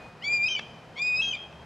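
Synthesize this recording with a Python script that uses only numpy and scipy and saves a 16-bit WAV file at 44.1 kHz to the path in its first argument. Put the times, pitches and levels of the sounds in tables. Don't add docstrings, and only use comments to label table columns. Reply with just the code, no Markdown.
import sys
import numpy as np
from scipy import signal
from scipy.fft import rfft, irfft
from scipy.io import wavfile
from scipy.ndimage import uniform_filter1d

SR = 44100
rng = np.random.default_rng(int(sys.argv[2]) if len(sys.argv) > 2 else 0)


def level_to_linear(level):
    exponent = np.asarray(level, float) / 20
    return 10 ** exponent


def int16_out(signal):
    q = np.round(np.clip(np.atleast_2d(signal).T, -1, 1) * 32767)
    wavfile.write(sys.argv[1], SR, q.astype(np.int16))


N = 72765


def evened(x):
    return x / np.sqrt(np.mean(x ** 2) + 1e-20)


def read(points, hz):
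    f, value = np.transpose(points)
    return np.interp(np.log(hz + 1), np.log(f + 1), value)


def add(mix, start_s, sound):
    part = mix[round(start_s * SR):][:len(sound)]
    part += sound[:len(part)]


def filtered(x, order, hz, kind="low"):
    return signal.sosfilt(signal.butter(order, hz, kind, fs=SR, output="sos"), x)


def resonate(x, hz, width_hz):
    turn = np.exp(2j * np.pi * np.cumsum(hz * np.ones(len(x))) / SR)
    r = np.exp(-np.pi * width_hz / SR)
    return 2 * (turn * signal.lfilter([1 - r], [1, -r], x / turn + 1e-18)).real


def traffic_and_leaves():
    # (frequency [Hz], density [dB per Hz])
    spectrum = [(30, -20), (100, -4.5), (270, -12), (650, -7.5), (1800, -17.5), (5000, -31), (10000, -44.5),
                (15500, -57.5)]
    # (frequency [Hz], left-right likeness [0-1])
    coherence = [(60, 1), (240, 0.9), (950, 0.96), (3770, 0.85), (15000, 1)]
    level_db, patch_db, swell_db = -48.5, 0.5, 0.93
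    frames, hz = N // 256 + 5, np.fft.rfftfreq(1024, 1 / SR)
    a, b, c, d, patches = rng.standard_normal((5, 513, frames))
    patches = uniform_filter1d(patches, size=10, axis=0)
    patches = evened(uniform_filter1d(patches, size=12, axis=1))
    swell = evened(uniform_filter1d(rng.standard_normal(frames), size=30))
    same = np.clip(read(coherence, hz), 0, 1)[:, None]
    mid = np.sqrt((1 + same) / 2) * (a + 1j * b)
    side = np.sqrt((1 - same) / 2) * (c + 1j * d)
    shape_db = read(spectrum, hz)[:, None] + patch_db * patches + swell_db * swell
    z = np.array([mid + side, mid - side]) * level_to_linear(shape_db)
    return level_to_linear(level_db) * evened(signal.istft(z, nperseg=1024, noverlap=768)[1][:, :N])


def fuzzy_tone(hz, width_hz):
    steady = 0.55
    noise = evened(resonate(resonate(rng.standard_normal(N), hz, width_hz), hz, width_hz))
    sine = np.sqrt(2) * np.cos(2 * np.pi * hz * np.arange(N) / SR)
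    return (1 - steady) * noise + steady * sine


def engine_drones():
    # (frequency [Hz], bandwidth [Hz], level [dB], start [s])
    engines = [
        (72.3, 2.6, -53, 1.2),
        (121.6, 12, -57, 0),
        (159.5, 28, -55, 0.146),
        (225, 39, -58, 0.079),
    ]
    t, out = np.arange(N) / SR, np.zeros(N)
    for hz, width_hz, db, start_s in engines:
        fade_in = np.clip((t - start_s) / 0.13 + 1, 0, 1)
        out += level_to_linear(db) * fade_in * fuzzy_tone(hz, width_hz)
    return out


def far_echoes():
    # (start [s], frequency [Hz], bandwidth [Hz], level [dB], t60 [s])
    lingering = [
        (0, 2478, 70, -51.5, 1.3),
        (0, 4940, 31, -67, 1),
        (0.576, 3179, 80, -38, 0.28),
        (1.345, 3190, 89.4, -44, 0.18),
        (1.46, 3238, 40, -61.5, 2.2),
        (.6, 2396, 90, -54.5, 0.7),
        (1.37, 2505, 120, -53, 0.93),
    ]
    # (start [s], end [s], frequency [Hz], level [dB])
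    returned = [
        (.625, .665, 3130, -49),
        (.63, .68, 2480, -52),
        (1.375, 1.445, 3232, -46),
        (1.385, 1.445, 3146, -48.5),
    ]
    t, out = np.arange(N) / SR, np.zeros(N)
    for start_s, hz, width_hz, db, t60 in lingering:
        fade_in = np.clip((t - start_s) / 0.01 + 1, 0, 1)
        decay_db = 60 * np.maximum(t - start_s, 0) / t60
        out += fade_in * level_to_linear(db - decay_db) * fuzzy_tone(hz, width_hz)
    for start_s, end_s, hz, db in returned:
        fade_in = np.clip((t - start_s) / 0.023 + 1, 0, 1)
        decay_db = 400 * np.maximum(t - end_s, 0)
        out += fade_in * level_to_linear(db - decay_db) * fuzzy_tone(hz, 40)
    return out


def hawk_calls():
    # (time [s], pitch [Hz], level [dB], octave partial [dB], half-pitch partial [dB])
    rise_1, steady_1, closing_1 = [(0.211, 1600, -60, -82.5, -75.5), (0.218, 1892, -56.5, -80, -66.5),
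                                   (.224, 1930, -47.5, -69, -47.5), (.237, 2140, -43.5, -53, -51.5),
                                   (0.244, 2237, -32.5, -44, -45.5), (0.253, 2250, -35, -38.5, -42.5),
                                   (.266, 2308, -31.5, -40.5, -52), (.284, 2334, -27, -33, -66.5),
                                   (.294, 2373, -28.5, -57, -70.5)], [(0.31, 2395, -25.5, -48.5, -71.5),
                                                   (.335, 2416, -24, -33, -75.5),
                                                   (.356, 2401, -25, -38, -70),
                                                   (0.375, 2402, -26, -37, -68),
                                                   (0.399, 2367, -26.5, -64, -72.5),
                                                   (.44, 2414, -23, -34, -63.5),
                                                   (.455, 2475, -25.5, -46, -60),
                                                   (0.465, 2515, -25, -36, -51.5),
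                                                   (0.472, 2517, -33, -32, -62),
                                                   (0.483, 2575, -23, -37, -48.5),
                                                   (.486, 2600, -28.5, -46, -58)], [(0.561, 2472, -27.5, -58, -69),
                                                                  (0.57, 2322, -32.5, -47, -82.5),
                                                                  (.58, 2276, -35, -48.5, -53.5),
                                                                  (0.593, 2312, -38.5, -49.5, -46.5),
                                                                  (.603, 2050, -43.5, -70, -66.5)]
    rise_2, steady_2, closing_2 = [(.95, 1948, -68.5, -87.5, -63.5), (0.961, 2072, -50.5, -87.5, -59.5),
                                   (.967, 2160, -43, -74.5, -57), (0.974, 2267, -40.5, -52.5, -55.5),
                                   (.983, 2176, -40, -49, -46), (0.993, 2365, -35, -48, -45.5),
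                                   (1.005, 2387, -29, -63, -51.5), (1.011, 2413, -30, -64.5, -58.5),
                                   (1.02, 2411, -27, -33, -60.5), (1.033, 2458, -28, -40.5, -67)], [(1.048, 2478, -28, -43, -67.5),
                                                   (1.078, 2489, -25, -36.5, -57.5),
                                                   (1.105, 2488, -24.5, -40.5, -60),
                                                   (1.129, 2470, -25, -54.5, -62),
                                                   (1.165, 2502, -25.5, -35.5, -60),
                                                   (1.178, 2529, -36, -31.5, -52),
                                                   (1.189, 2541, -25.5, -36, -59),
                                                   (1.198, 2606, -25.5, -47.5, -48.5),
                                                   (1.203, 2573, -21.5, -39, -50.5),
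                                                   (1.214, 2667, -26.5, -48, -58.5),
                                                   (1.222, 2910, -36, -51, -64)], [(1.33, 2490, -48, -57, -66),
                                                                  (1.337, 2420, -29, -48.5, -71),
                                                                  (1.352, 2400, -34.5, -50.5, -51.5),
                                                                  (1.362, 2278, -43, -61, -58),
                                                                  (1.381, 2170, -70, -79, -64)]
    # (time [s], pitch [Hz], level [dB], octave partial [dB], second voice [dB])
    high_1, high_2 = [(0.484, 3107, -28, -41.5, -33), (.495, 3131, -32.5, -47.5, -37),
                      (0.526, 3148, -28.5, -45, -37.5), (0.54, 3046, -33.5, -47, -42),
                      (0.55, 3003, -35.5, -47.5, -41.5), (0.552, 3070, -22.5, -54.5, -37.5),
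                      (0.561, 2944, -32, -56, -54), (0.572, 2990, -35.5, -65, -50.5)], [(1.218, 3260, -30, -51, -48), (1.227, 3228, -26, -49.5, -42.5),
                                      (1.252, 3241, -29.5, -52, -31.5), (1.274, 3220, -27.5, -49.5, -42.5),
                                      (1.292, 3216, -26, -43, -46.5), (1.307, 3180, -36, -56, -54.5),
                                      (1.317, 3097, -29, -44.5, -48), (1.3223, 3180, -41.5, -50, -48),
                                      (1.329, 2974, -28, -52, -43), (1.337, 3040, -42, -56, -43)]
    # (rough onset [s], rough ending [s], depth [0-1],
    # lowest line re half-pitch partial [dB])
    hoarseness = [
        (0.03, 0.0011, .3, -26),
        (0.00093, 0.0044, 0.3, -12),
        (0.055, 0.00067, 0.3, -8),
        (.001, 0.036, 0.4, -12),
    ]
    # (start [Hz], end [Hz], locked for [s], sum tone [dB])
    second_voices = [
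        (2444, 2420, 0.039, -17),
        (2605, 2560, 0.04, -26),
    ]
    calls = np.zeros(N)
    low_notes = ([*rise_1, *steady_1], closing_1, [*rise_2, *steady_2], closing_2)
    for curve, hoarse in zip(low_notes, hoarseness):
        add(calls, *low_note(curve, *hoarse))
    for curve, second in zip((high_1, high_2), second_voices):
        add(calls, *high_note(curve, *second))
    return calls


def voicing(curve, onset_s=1e-3, ending_s=1e-3, depth=0):
    edge_s, jitter, hoarse_wobble, hiss_db, hiss_hz = 0.003, 0.0008, 0.04, -40, 500
    rows = np.array(curve, float)
    t = np.arange(rows[0, 0], rows[-1, 0], 1 / SR)
    hz, db, octave_db, other_db = (
        uniform_filter1d(np.interp(t, rows[:, 0], column), size=130, mode="nearest")
        for column in rows.T[1:])
    since, left = t - t[0], t[-1] - t
    near_end = np.minimum(since / onset_s, left / ending_s)
    rough = np.clip(depth, 0, 1) * np.clip(2 - 2 * near_end, 0, 1)
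    noise = rng.standard_normal((2, 14000))
    wobble = evened(uniform_filter1d(uniform_filter1d(noise[0], size=150), size=100))[:len(t)]
    phase = 2 * np.pi * np.cumsum(hz * (1 + (jitter + hoarse_wobble * rough) * wobble)) / SR
    edge = np.sqrt(2) * np.clip(np.minimum(since, left) / edge_s, 0, 1)
    hiss = evened(resonate(resonate(noise[1, :len(t)], hz, hiss_hz), hz, hiss_hz))
    x = level_to_linear(db) * np.cos(phase) + level_to_linear(db + hiss_db) * hiss
    x += level_to_linear(octave_db) * np.cos(2 * phase + rng.uniform(0, 2 * np.pi))
    return t, phase, edge, db, other_db, x, rough, octave_db - db


def low_note(curve, onset_s, ending_s, depth, lowest_db):
    # (multiple of pitch, level re fundamental [dB], strongest after [s], fall [dB per s])
    upper = [(3, -22.5, 0.083, 59.5), (4, -54, 0.06, 247.5), (5, -47.5, .07, 302.5)]
    # (multiple of pitch, level re half-pitch partial [dB])
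    halves = [(1.5, 2), (2.5, -11.5), (3.5, -23), (4.5, -47)]
    # (frequency [Hz], gain [dB])
    throat = [(5000, 4), (6200, -3), (7250, -0.5), (8050, -6), (8900, 7.5), (13000, -10.5)]
    beak_share, usual_octave_db = 0.34, -17
    flutter_hz, breath_db = 250, -8
    t, phase, edge, db, half_db, x, rough, beak_db = voicing(curve, onset_s, ending_s, depth)
    hz = np.gradient(phase) * SR / (2 * np.pi)

    def partial(k, level_db):
        gain = level_to_linear(level_db + read(throat, k * hz))
        return gain * np.cos(k * phase + rng.uniform(0, 2 * np.pi))

    opening_db = beak_share * (beak_db - usual_octave_db)
    for k, rel_db, peak_s, fall in upper:
        x = x + partial(k, db + rel_db + opening_db - fall * abs(t - t[0] - peak_s))
    for k, rel_db in [*halves, (0.46, lowest_db)]:
        x = x + partial(k, half_db + rel_db)
    noise = rng.standard_normal((2, 14000))[:, :len(t)]
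    flutter = evened(filtered(noise[0], 4, flutter_hz))
    breath = evened(filtered(noise[1], 3, [1900, 4200], "band"))
    voice = x * (np.sqrt(1 - rough ** 2) + rough * flutter)
    return t[0], edge * (voice + rough * breath * level_to_linear(np.maximum(db, half_db) + breath_db))


def trees(x):
    # (onset [s], t60 [s], level [dB])
    scatterers = [
        (0.006, .2, -16),
        (0.038, 1.1, -25.5),
    ]
    # (frequency [Hz], gain [dB])
    colour = [(1500, -35), (2450, 1.5), (3200, 6.5), (5000, 2.5), (7500, 5.5), (12000, -32.5)]
    side_db, cell = -16, 20
    t, out = np.arange(SR) / SR, np.zeros((2, N))
    shape = (2, SR // cell - 1)
    for onset_s, t60, db in scatterers:
        taps = np.zeros((2, SR))
        places = np.arange(0, SR - cell, cell) + rng.integers(0, cell, shape)
        np.put_along_axis(taps, places, rng.choice([-1., 1.], shape), 1)
        taps = taps * np.clip(t / onset_s - 1, 0, 1) * level_to_linear(-60 * t / t60)
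        taps = taps / np.linalg.norm(taps[0])
        out += level_to_linear(db) * signal.fftconvolve(x[None], taps, axes=1)[:, :N]
    mid, side = irfft(rfft(out) * level_to_linear(read(colour, np.fft.rfftfreq(N, 1 / SR))), N)
    return mid + np.array([[1], [-1]]) * level_to_linear(side_db) * side


def high_note(curve, start_hz, end_hz, lock_s, sum_db):
    # (multiple of pitch, level re fundamental [dB])
    partials = [(.5, -30), (1.5, -40), (2.5, -52), (3, -46)]
    # (lower edge [Hz], upper edge [Hz])
    rasp_band = [4300, 6100]
    grain_depth, grain_hz = 0.35, 70
    second_octave_db, difference_db, rasp_db = -20.5, -21, -32
    t, phase, edge, db, second_db, x, *_ = voicing(curve)
    second = 2 * np.pi * np.cumsum(np.linspace(start_hz, end_hz, len(t))) / SR
    grain = 1 + grain_depth * evened(filtered(rng.standard_normal(8000), 2, grain_hz))[:len(t)]
    for k, rel_db in partials:
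        x = x + level_to_linear(db + rel_db) * np.cos(k * phase)
    second_voice = np.cos(second) + level_to_linear(second_octave_db) * np.cos(2 * second)
    x = x + grain * level_to_linear(second_db) * second_voice
    mixed = level_to_linear(sum_db) * np.cos(phase + second) + level_to_linear(difference_db) * np.cos(2 * phase - second)
    unlocked_db = 230 * np.maximum(t - t[0] - lock_s, 0)
    x = x + (1 + grain) / 2 * level_to_linear(db - unlocked_db) * mixed
    rasp = evened(filtered(rng.standard_normal(8000), 4, rasp_band, "band"))[:len(t)]
    return t[0], edge * (x + level_to_linear(db + rasp_db) * rasp)


def twig_clicks():
    # (time [s], peak level [dB], t60 [s], brightness [dB per octave])
    cracks = [
        (0.5925, -23.5, 0.022, 0),
        (1.5268, -41, 0.004, 3),
    ]
    # (frequency [Hz], bandwidth [Hz], level [dB])
    modes = [(433, 380, -9), (1026, 640, -4), (1740, 1000, -1), (2600, 370, 0), (3460, 1010, -8),
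             (5740, 1040, -15), (8100, 1300, -30)]
    snap_db, top_hz = 8, 9500
    t, out = np.arange(2000) / SR, np.zeros(N)
    for start_s, db, t60, bright_db in cracks:
        burst = rng.standard_normal(2000) * level_to_linear(-60 * t / t60) + level_to_linear(snap_db) * (t == 0)
        x = np.zeros(2000)
        for hz, width_hz, mode_db in modes:
            ring = burst
            for _ in range(3):
                ring = resonate(ring, hz, width_hz)
            x += evened(ring) * level_to_linear(mode_db + bright_db * np.log2(hz / 2000))
        x = filtered(x, 4, top_hz)
        add(out, start_s, level_to_linear(db) * x / abs(x).max())
    return out


def scene():
    background = traffic_and_leaves() + engine_drones() + far_echoes()
    near = hawk_calls() + twig_clicks()
    near_pan, background_pan = level_to_linear([[0.64], [-0.64]]), level_to_linear([[0.2], [-0.2]])
    return (near + trees(near)) * near_pan + background * background_pan


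def low_pass(x):
    return signal.sosfilt(signal.butter(12, 15650, fs=SR, output="sos"), x)


def record(dry):
    mix = filtered(dry, 3, 45.7, "high")
    return low_pass(mix)


dry = scene()
out = record(dry)
int16_out(out)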